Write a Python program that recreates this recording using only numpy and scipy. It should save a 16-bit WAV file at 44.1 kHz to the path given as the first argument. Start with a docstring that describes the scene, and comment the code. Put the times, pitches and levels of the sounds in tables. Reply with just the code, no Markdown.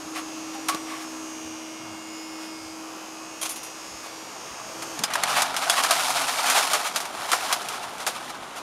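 """A barrier motor hums and buzzes beside the listener, a train whine fades into a tunnel, then grit crunches.
Motor: shaft-locked sines, plus a brush track repeated each turn through housing resonances; cut near 5 s.
Linkage: impact bursts through metal modes, with decaying tones. Grit: random impacts, pebble ticks, scrapes
and cracks filtered by stone and ground. The train is one sinking sine; the car sums engine orders and a tyre
drone as it crosses the rails; knocked parts ring, soft bumps are shaped noise and the town is noise bands."""
import sys
import numpy as np
from scipy import signal
from scipy.fft import rfft, irfft
from scipy.io import wavfile
from scipy.ndimage import uniform_filter1d, map_coordinates

SR = 44100
rng = np.random.default_rng(int(sys.argv[2]) if len(sys.argv) > 2 else 0)


def transcribe(u):
    """Save the signal u as a 16-bit wav file named by the first command-line argument.

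    u: samples, shape (n,) or (channels, n), limited to [-1, 1]; the rate is SR.
    q: integer samples, one column per channel.
    """
    v = np.clip(np.atleast_2d(u).T, -1, 1)
    q = np.round(v * 32767).astype(np.int16)
    wavfile.write(sys.argv[1], SR, q)


N = 380130
T = np.arange(N) / SR

# knocks of the metal linkage: (time [s], relative level [dB], mount relative to it [dB])
JINGLES = [(3.413, -19.5, -9), (3.429, -26.5, -2.5), (3.453, -31.5, 1), (3.492, -20.5, -14.5),
           (3.5072, -31, -7), (3.559, -29.5, -5.5), (3.63, -29.5, -7.5), (3.6594, -47, 3)]


def undb(db):
    """Decibels to gain."""
    return 10 ** (np.asarray(db) / 20)


def unit(x):
    """Scale to rms 1."""
    return x / np.sqrt(np.mean(x ** 2) + 1e-18)


def steady(x):
    """Hold the rms at 1 over a moving quarter second."""
    return x / np.sqrt(uniform_filter1d(x ** 2, size=SR // 4) + 1e-18)


def curves(table):
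    """Columns of a (time [s], ...) table, joined by straight lines."""
    time_s, *columns = np.transpose(table)
    return [np.interp(T, time_s, column) for column in columns]


def add(out, start_s, x):
    """Mix x into out from start_s."""
    i = max(int(start_s * SR), 0)
    out[i:i + len(x)] += x[:max(N - i, 0)]


def band(x, hz, width_hz):
    """One resonance, gain 1 at its centre."""
    hz = min(hz, .45 * SR)
    return signal.lfilter(*signal.iirpeak(hz, hz / width_hz, fs=SR), x)


def ring(x, modes):
    """Parallel resonances, each cascaded twice for steep skirts."""
    out = 0
    for hz, width_hz, db in modes:
        stage_hz = 1.39 * width_hz  # the cascade narrows the band
        out = out + undb(db) * band(band(x, hz, stage_hz), hz, stage_hz)
    return out


def colour(x, points, size=2048):
    """Minimum-phase filter through (frequency [Hz], level [dB]) points."""
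    hz, db = np.transpose(points)
    f = np.maximum(np.arange(size // 2 + 1) * SR / size, 1)
    cepstrum = irfft(np.log(undb(np.interp(np.log(f), np.log(hz), db))))
    # fold the cepstrum to make the filter causal
    cepstrum[1:size // 2] *= 2
    cepstrum[size // 2 + 1:] = 0
    impulse = irfft(np.exp(rfft(cepstrum)))
    return signal.oaconvolve(x, impulse)[:len(x)]


def shelve(x, treble_db):
    """Raise or lower the treble: harder contact is brighter."""
    dull = signal.sosfilt(signal.butter(1, 2600, fs=SR, output="sos"), x)
    return dull + undb(treble_db) * (x - dull)


def walk(rate_hz):
    """Smooth random wandering, spread 1."""
    k = int(SR / rate_hz)
    steps = np.repeat(rng.standard_normal(N // k + 1), k)
    return unit(uniform_filter1d(steps, k)[:N])


def grains(rate_hz, spread_db):
    """Random tiny impacts, a few much larger than the rest; rms 1."""
    size = undb(spread_db * np.minimum(rng.exponential(size=N), 4))
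    hit = rng.random(N) < rate_hz / SR
    return unit(hit * size * rng.choice([-1, 1], N))


def swell(length_s):
    """A quick rise and a slower fall."""
    along = np.linspace(0, 1, max(int(length_s * SR), 8))
    return np.sin(np.pi * along ** 0.53) ** 2


def motor():
    """Poles hum on shaft multiples; brushes ring the housing; both die as the motor runs down."""
    # shaft rate before waver and run-down: (time [s], rate [turns/s])
    shaft_curve = [(0, 63.5), (.25, 63.49), (1.0, 63.93), (1.42, 63.5), (1.7, 63.88), (1.97, 63.98),
                   (2.3, 63.76), (2.85, 64.07), (3.25, 63.98), (3.72, 63.84), (4.18, 64.45), (4.6, 63.95),
                   (4.8, 65.4), (4.92, 65.9)]
    # load, easing near upright and back under braking: (time [s], hum level before partial levels [dB])
    hum_curve = [(0, -37.5), (.7, -38.5), (1.35, -38.5), (1.9, -42), (2.45, -39), (3.7, -49.5),
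                 (4.2, -50.5), (4.62, -68), (4.77, -44), (5.05, -44)]
    # brush buzz: (time [s], level [dB])
    buzz_curve = [(0, -45), (.8, -42.5), (1.3, -43.5), (1.9, -45.5), (3.2, -44.5), (3.95, -43.5),
                  (4.4, -45), (4.95, -39)]
    # hum partials: (multiple of shaft rate, relative level [dB])
    hum_orders = [(2, -27.5), (3, -34), (4, -21), (5, 2.5), (15, -21), (21, -17.5), (25, -22), (34, -20.5),
                  (39, -19.5)]
    # motor housing: (frequency [Hz], width [Hz], relative level [dB])
    housing_modes = [(636, 180, 4.5), (1096, 540, 0.5), (1583, 170, -3), (2270, 220, -7.5),
                     (2540, 690, 0.5), (5640, 390, -1), (6726, 340, 1), (8100, 1100, -4.5),
                     (9340, 3500, -10.5)]
    # whining housing resonances: (frequency [Hz], width [Hz])
    whine_modes = [(5220, 850), (6410, 460)]
    # they take turns as the arm swings: (time [s], lower relative level [dB], upper relative level [dB])
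    whine_curve = [(0, -47.5, -48), (.4, -46.5, -45), (.85, -47.5, -49), (1.35, -48, -45), (1.85, -48, -49),
                   (2.1, -50, -50), (2.35, -47, -50), (2.8, -47.5, -48.5), (3.3, -47.5, -47),
                   (3.95, -46.5, -45), (4.25, -47, -48), (4.95, -44, -41.5)]
    cut_s, coast_s, die_s = 4.945, .19, 0.13  # power cut; run-down time constant; time to silence
    hum_waver_db, hum_waver_hz, partial_waver_db = 1, 14, 1.1

    (shaft_hz,), (hum_db,), (buzz_db,) = curves(shaft_curve), curves(hum_curve), curves(buzz_curve)
    since_cut_s = np.maximum(T - cut_s, 0)
    turns = np.cumsum(shaft_hz * np.exp(-since_cut_s / coast_s) * (1 + 0.00047 * walk(9))) / SR
    running = np.clip(1 - (since_cut_s / die_s) ** 2, 0, 1)

    hum = 0
    for k, db in hum_orders:
        waver_db = (k != 5) * partial_waver_db * walk(2.8)  # the fifth stays even
        hum = hum + undb(db + waver_db) * np.sin(2 * np.pi * round(k) * turns)
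    hum = undb(hum_db + hum_waver_db * walk(hum_waver_hz)) * hum

    scratch = brushes(turns)
    buzz = undb(buzz_db) * steady(sum(undb(0.5 * walk(2.84)) * ring(scratch, [mode])
                                      for mode in housing_modes))
    whine = 0
    for (hz, width_hz), db in zip(whine_modes, curves(whine_curve)):
        whine = whine + undb(db) * steady(ring(scratch, [(hz, width_hz, 0)]))
    return running * (hum + buzz + undb(-0.5) * whine + singing(turns))


def brushes(turns, count=5, size=690):
    """Brushes scratch the same track each turn; the track slowly changes at even loudness."""
    place = turns % 1 * size
    tracks = rng.standard_normal((count, size))
    drift_hz = 3.196
    shares = np.array([walk(drift_hz) for _ in tracks])
    shares = shares / np.linalg.norm(shares, axis=0)
    scratch = 0
    for share, track in zip(shares, tracks):
        scratch = scratch + share * map_coordinates(track, [place], order=3, mode="grid-wrap")
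    return scratch + undb(-8.5) * rng.standard_normal(N)  # plus noise that does not repeat


def singing(turns):
    """The housing sings thin shaft-locked tones that swell and fade as the arm swings."""
    # (start [s], length [s], multiple of shaft rate, level [dB])
    sung_tones = [(-.4, 1.2, 101, -51), (0, .7, 42, -55), (.05, .45, 100, -55), (.3, 1.64, 91, -50.5),
                  (.8, .35, 83, -54), (.9, 1.44, 101, -51), (1.15, 0.49, 100, -51), (1.15, 0.76, 46, -55),
                  (1.35, 1.5, 44, -54), (1.6, 1.3, 34, -55), (1.846, .4, 106, -53), (1.95, .85, 79, -49),
                  (1.948, 0.67, 111, -54), (2.05, .6, 84, -52), (2.65, 1.15, 90, -54),
                  (2.7, 0.87, 101, -56), (3.15, 0.89, 40, -52.5), (3.75, .3, 84, -50), (3.78, .27, 77, -51),
                  (3.85, 0.74, 99, -51), (3.95, 0.58, 89, -51)]
    waver_db, waver_hz = 2, 7.06
    out = 0
    for start_s, length_s, k, db in sung_tones:
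        along = np.clip(2 * (T - start_s) / length_s - 1, -1, 1)
        gain = undb(db + waver_db * walk(waver_hz)) * (1 - along ** 4)
        out = out + gain * np.sin(2 * np.pi * round(k) * turns)
    return out


def linkage():
    """Loose metal parts clack and chatter, ring high and shake their mount."""
    # high modes: (frequency [Hz], width [Hz], relative level [dB])
    link_modes = [(6600, 250, -9), (8900, 390, 4.5), (10200, 360, 2.5), (10400, 480, 0), (11000, 500, -7),
                  (12550, 230, -1), (13300, 600, -8), (13900, 350, -18)]
    # duller clatter of the mount: (frequency [Hz], width [Hz], relative level [dB])
    mount_modes = [(1230, 1100, 7.5), (2380, 1440, 6.5), (3300, 1400, -4), (4640, 3600, 6), (6000, 1000, 1)]
    chatter_t60_s, clack_s, clack_db = 0.15, 0.0028, -9  # clack: time constant and relative level
    push, shake = np.zeros(N), np.zeros(N)
    t = T[:SR // 3]
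    chatter_shape = undb(-60 * t / chatter_t60_s) * (1 - np.exp(-t / 0.0024))
    shape = chatter_shape + undb(clack_db) * np.exp(-t / clack_s)
    for start_s, db, mount_db in JINGLES:
        add(push, start_s, undb(db) * shape)
        add(shake, start_s, undb(db + mount_db) * shape)
    chatter = grains(3500, 1.5)
    return undb(-1) * ring(push * chatter, link_modes) + ring(shake * chatter, mount_modes)


def chimes():
    """Each knock leaves the linkage ringing, with a different balance of its tones."""
    # clear linkage tones: (frequency [Hz], relative level [dB], t60 [s])
    link_tones = [(6720, -5, .25), (7400, -11, 0.2), (8900, -3, 0.18), (9770, -2, 0.16), (10140, -2, 0.12),
                  (11400, -6, .12), (12450, -11, 0.22), (12960, -10, .15)]
    tones_db, scatter_db = -16, 4  # relative to the knock; spread from knock to knock
    out = np.zeros(N)
    t = T[:SR // 3]
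    chances = rng.standard_normal((len(JINGLES), len(link_tones)))
    for (start_s, knock_db, _), chance in zip(JINGLES, chances):
        for (hz, tone_db, t60_s), c in zip(link_tones, chance):
            db = knock_db + tones_db + tone_db + scatter_db * c
            add(out, start_s, undb(db - 60 * t / t60_s) * np.sin(2 * np.pi * hz * t))
    return out


def grit():
    """Small stones grind in fits, brighter under weight, with pebble crackle and harder scrapes."""
    # weight on the sliding grit: (time [s], relative level [dB])
    weight_curve = [(4.97, -40), (5.085, -32), (5.2, -26.5), (5.42, -23.5), (5.5, -30), (5.67, -27),
                    (5.8, -24.5), (6.0, -24.5), (6.15, -26), (6.3, -28), (6.6, -25), (6.8, -27.5),
                    (7.08, -35.5), (7.22, -33), (7.45, -30), (7.9, -36.5), (8.25, -36), (8.42, -41.5)]
    # scrapes: (start [s], length [s], relative level [dB], hollow ring relative to it [dB])
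    scrape_events = [(0.145, 0.097, -32.5, -6), (0.532, 0.047, -39, -23), (0.69, 0.14, -36, -5),
                     (0.857, 0.24, -42, 2.5), (1.005, 0.071, -40, -14), (2.39, 0.13, -42.5, -23),
                     (4.032, 0.079, -39, -17), (4.39, 0.36, -64, 18), (5.098, 0.12, -38.5, 1),
                     (5.262, 0.13, -25.5, -27), (5.35, 0.11, -20.5, -8), (5.615, 0.063, -28, -12),
                     (5.764, 0.072, -22.5, -5.5), (5.983, 0.068, -25, -18), (6.153, 0.064, -25.5, -20),
                     (6.232, 0.037, -29, -11), (6.274, .035, -28, -12), (6.375, 0.069, -25, -21),
                     (6.447, 0.13, -22, -15), (6.543, 0.11, -17, -39), (6.736, 0.055, -25.5, -14),
                     (6.847, 0.071, -26.5, -32), (7.265, 0.2, -28.5, -34), (7.417, 0.13, -30, -26),
                     (7.502, 0.066, -28.5, -6), (7.702, 0.11, -34, -13), (7.822, 0.046, -33.5, -12),
                     (7.99, 0.074, -33, -24), (8.138, 0.082, -37, -17), (8.292, 0.03, -32, -24),
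                     (8.55, 0.095, -35.5, -35.5)]
    fit_db, fit_hz = 0.59, 36
    firm_treble_db, treble_per_db, firm_db = 1.5, 0.64, -25.5  # treble at the firm level; slope; that level
    grip_s, dull_db_per_s = 6.02, -12.5  # duller until the stones bite, over the last second before
    pebbles_db = -6.5

    level_db = curves(weight_curve)[0] + fit_db * walk(fit_hz)
    treble_db = firm_treble_db + treble_per_db * (level_db - firm_db)
    treble_db = treble_db + dull_db_per_s * np.clip(grip_s - T, 0, 1)
    press = undb(level_db + 1.55 * walk(70)) * (T > weight_curve[0][0])

    scrape, hollow = np.zeros(N), np.zeros(N)
    for start_s, length_s, db, ring_db in scrape_events:
        add(scrape, start_s, undb(db) * swell(length_s))
        add(hollow, start_s, undb(db + ring_db) * swell(length_s))

    sliding = on_ground(press * grains(4000, 2.2), 1.6 * undb(2.0 * walk(31)))
    stones = grains(5000, 1.9)
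    hollow_ring = unit(ring(stones, [(1145, 150, 8.0), (790, 460, -21), (2000, 1600, -1)]))
    scraping = on_ground(scrape * stones, 0.47) + hollow * hollow_ring
    crackle = undb(pebbles_db) * press * pebbles()
    return shelve(undb(-1.35) * sliding + crackle, treble_db) + shelve(scraping, -2.8)


def on_ground(impacts, body):
    """Stone impacts sound bright and dry; body is the share that rings the ground."""
    # stone impact spectrum: (frequency [Hz], relative level [dB])
    grit_colour = [(90, -34), (220, -25), (350, -22.5), (520, -12.5), (700, 0.5), (1000, -3.5), (1270, 0),
                   (1850, -8.5), (2350, -6.5), (4870, -8.5), (5980, -9.5), (10100, -12), (14100, -23),
                   (15500, -32)]
    # gritty ground: (frequency [Hz], width [Hz], relative level [dB])
    ground_modes = [(945, 380, -5), (1330, 190, -6), (2300, 74, -1)]

    def respond(x, share):
        return colour(x, grit_colour) + undb(-13.5) * ring(x * share, ground_modes)

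    click = signal.unit_impulse(4096)
    return respond(impacts, body) / np.linalg.norm(respond(click, 0.68))


def pebbles(count=6000):
    """Coarse crackle: every pebble ticks at its own pitch and size; rms 1."""
    rate_hz, spread_db = 340, 2
    low_hz, high_hz, decay_cycles = 631, 6400, 6.2  # cycles until a tick falls to 1/e
    bass_cut_hz = 470  # small stones radiate no bass
    out = np.zeros(N)
    t = T[:SR // 40]
    start_s = 0
    for gap, pitch, size in rng.random((count, 3)):
        start_s += -np.log(1 - gap) / rate_hz
        hz = low_hz * (high_hz / low_hz) ** pitch
        gain = undb(spread_db * min(-np.log(1 - size), 3))
        add(out, start_s, gain * np.exp(-hz * t / decay_cycles) * np.sin(2 * np.pi * hz * t))
    return unit(signal.sosfilt(signal.butter(3, bass_cut_hz, "high", fs=SR, output="sos"), out))


def cracks():
    """A stone slips with a dry snap that briefly rings its modes, then a short shower of chips."""
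    # (time [s], relative level [dB], low body relative to it [dB], shower t60 [s])
    crack_events = [(0.685, -11, 20, 0.099), (0.694, -24, 8, .05), (0.747, -20, 9, .03),
                    (4.823, -22.5, 22.5, 0.11), (4.991, -17.5, -5, 0.045), (5.0366, -8.5, -4, 0.076),
                    (5.1033, -26, 32, 0.074), (5.1362, -14.5, 7, 0.097), (5.155, -14, 32.5, 0.03),
                    (5.236, -5, -11, 0.021), (5.4193, -7.5, -7, 0.09), (5.565, -13.5, -13, 0.13),
                    (5.6977, -5.5, -9, 0.093), (5.8366, -8, -5, 0.042), (5.9085, -4.5, 13, 0.09),
                    (6.4997, -7.5, 10, 0.12), (6.733, -9.5, 16, 0.14), (6.96, -10.5, -13, 0.12),
                    (7.003, -21, 9, 0.19), (7.054, -24, -5, 0.064), (7.317, -10.5, 13, 0.19),
                    (7.3315, -13, 31, 0.063), (7.5265, -6.5, -13, 0.089), (7.686, -18.5, 5, 0.1),
                    (7.982, -26, 5, .03), (8.0658, -13.5, 16, 0.18), (8.074, -19, 21, 0.073)]
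    snap_db = 5  # first sharp contact, relative to the event
    stone_db, stone_t60_s = -20.5, 0.044  # each stone mode, relative to the event
    burst, burst_s = 0.18, 0.0016  # extra chips at the break: share; time constant
    snaps, body = np.zeros(N), np.zeros(N)
    chips = grains(12000, 1.2)
    t = T[:SR // 4]
    for (start_s, db, body_db, t60_s), pitches in zip(crack_events, rng.random((len(crack_events), 8))):
        i = int(start_s * SR)
        decay = undb(-60 * t / max(t60_s, .01))
        shower = chips[i:i + len(t)] * decay * (1 + burst * np.exp(-t / burst_s))
        modes_hz = 1800 + 1250 * (np.arange(len(pitches)) + pitches)
        stone = np.sin(2 * np.pi * np.outer(t, modes_hz)).sum(axis=1) * undb(-60 * t / stone_t60_s)
        add(snaps, start_s, undb(db) * (undb(-8.0) * shower + undb(stone_db) * stone))
        add(snaps, start_s, undb(db + snap_db) * np.array([1, -1]))  # a hard contact has little bass
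        add(body, start_s, undb(db + body_db) * shower)
    bright = undb(-4) * shelve(on_ground(snaps, 0), 4.6)
    return bright + undb(-23.5) * ring(body, [(1320, 1020, -0.88), (1026, 35, -1.1)])


def rings():
    """A knocked hollow part rings on at one pitch, unsteady as the part rattles."""
    # (time [s], frequency [Hz], level [dB], t60 [s])
    ring_events = [(0.548, 789, -32, 0.22), (0.688, 1120, -21.5, 0.24), (0.746, 1156, -29, 0.11),
                   (3.413, 3310, -32, .25), (5.037, 5100, -19.5, .07), (5.698, 3410, -14.5, 0.075),
                   (7.512, 998, -25, .12)]
    attack_s, pitch_spread = 0.0025, 0.024  # rise time constant; fractional pitch spread
    out = np.zeros(N)
    t = T[:SR // 3]
    rattle = 1 + pitch_spread * walk(150)
    for start_s, hz, db, t60_s in ring_events:
        phase = 2 * np.pi * np.cumsum(hz * rattle[int(start_s * SR):][:len(t)]) / SR
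        shape = undb(db - 60 * t / t60_s) * (1 - np.exp(-t / attack_s))
        add(out, start_s, shape * np.sin(phase))
    return out


def bumps():
    """Soft low knocks and buffets: narrow noise under a swell."""
    # (start [s], length [s], centre [Hz], level [dB])
    bump_events = [(0.025, 0.077, 131, -48), (0.742, 0.02, 240, -28), (1.395, 0.25, 100, -55),
                   (1.785, 0.27, 111, -51.5), (2.576, 0.24, 91, -57), (3.906, 0.12, 60, -56),
                   (4.507, 0.079, 70, -56), (4.977, 0.092, 225, -40.5), (6.734, .07, 610, -31),
                   (7.316, 0.057, 480, -36), (8.059, 0.069, 420, -40.5), (7.17, .1, 80, -58),
                   (8.386, 0.11, 70, -59)]
    out = np.zeros(N)
    for start_s, length_s, hz, db in bump_events:
        shape = swell(length_s)
        rumble = ring(rng.standard_normal(SR), [(hz, 0.56 * hz, 0)])[-len(shape):]
        add(out, start_s, undb(db) * shape * unit(rumble))
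    return out


def car():
    """A quiet engine picks up, eases over the rails and pulls away; tyres drone on the crossing."""
    # engine: (time [s], firing rate [Hz], level before order levels [dB])
    engine_curve = [(3.6, 34.1, -69), (4.15, 36.3, -63), (4.7, 40.8, -58), (5.3, 47.7, -43),
                    (5.6, 51.9, -50), (5.85, 54.1, -52), (6.15, 49, -50.5), (6.9, 39.7, -69),
                    (7.4, 37, -61), (8.0, 41.5, -57.5), (8.62, 48.4, -56)]
    # (multiple of firing rate, relative level [dB])
    engine_orders = [(1, -16), (2, -24), (3, -5.5), (4, -10.5), (5, -10.5), (6, -15)]
    on_s, off_s, ramp_s = 5.35, 6.65, 0.19  # tyres on the crossing; rise and fall
    before_db, crossing_db, road_db = -75, -51.5, -90

    hz, db = curves(engine_curve)
    phase = 2 * np.pi * np.cumsum(hz * (1 + 0.0079 * walk(26))) / SR
    engine = undb(db) * sum(undb(order_db + 2.9 * walk(18)) * np.sin(round(k) * phase)
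                            for k, order_db in engine_orders)
    drone = unit(ring(rng.standard_normal(N), [(272, 23, 0)]))
    tyre_db = np.interp(T, [on_s - ramp_s, on_s, off_s, off_s + ramp_s],
                        [before_db, crossing_db, crossing_db, road_db])
    return engine + undb(tyre_db) * drone


def train():
    """The traction whine sinks and wavers as the tunnel swallows it."""
    start_hz, sag_per_s = 300, .14  # exponential fall
    start_db, fade_db_per_s2 = -51.5, 1.5  # fades ever faster
    hz = start_hz * np.exp(-sag_per_s * T)
    db = start_db - fade_db_per_s2 * T ** 2
    gain = np.sqrt(2) * undb(db + walk(30.4))  # sine of rms db
    return gain * np.sin(2 * np.pi * np.cumsum(hz * (1 + 0.014 * walk(26.2))) / SR)


def town():
    """Distant traffic: half-octave noise bands that waver a little, the bass most of all."""
    # (frequency [Hz], relative density [dB per Hz])
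    town_colour = [(25, -28), (50, -11.5), (100, -11), (160, -5.5), (270, 3.5), (400, 3), (500, -2),
                   (650, 5.5), (1150, 5), (1800, -13), (3000, -1), (4200, -31), (7500, -6), (15000, -49)]
    # town and road noise: (time [s], level [dB])
    town_curve = [(0, -41), (1, -42), (2, -43.5), (4, -42.5), (4.8, -40), (6, -41), (7, -40), (8.62, -40)]
    colour_hz, colour_db = np.transpose(town_colour)
    out = 0
    for hz in 35 * 2 ** (np.arange(18) / 2):
        db = np.interp(np.log(hz), np.log(colour_hz), colour_db)
        unrest_db = np.interp(hz, [100, 350], [3, 1.1])
        noise = ring(rng.standard_normal(N), [(hz, hz / 2.43, 0)])
        out = out + undb(db + unrest_db * walk(10)) * noise
    return unit(out) * undb(curves(town_curve)[0])


def scene():
    """Everything at the crossing, in one channel."""
    mechanism = motor() + linkage() + chimes()
    ground = grit() + cracks() + rings() + bumps()
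    return (mechanism + ground + train() + car() + town())[None]


def record(dry):
    """A narrow notch in the treble, then a steep cut of the top."""
    notch_hz, top_hz = 7900, 15600
    notched = signal.lfilter(*signal.iirnotch(notch_hz, 45, fs=SR), dry)
    return signal.sosfilt(signal.ellip(10, .2, 80, top_hz, fs=SR, output="sos"), notched)


dry = scene()
out = record(dry)
transcribe(out)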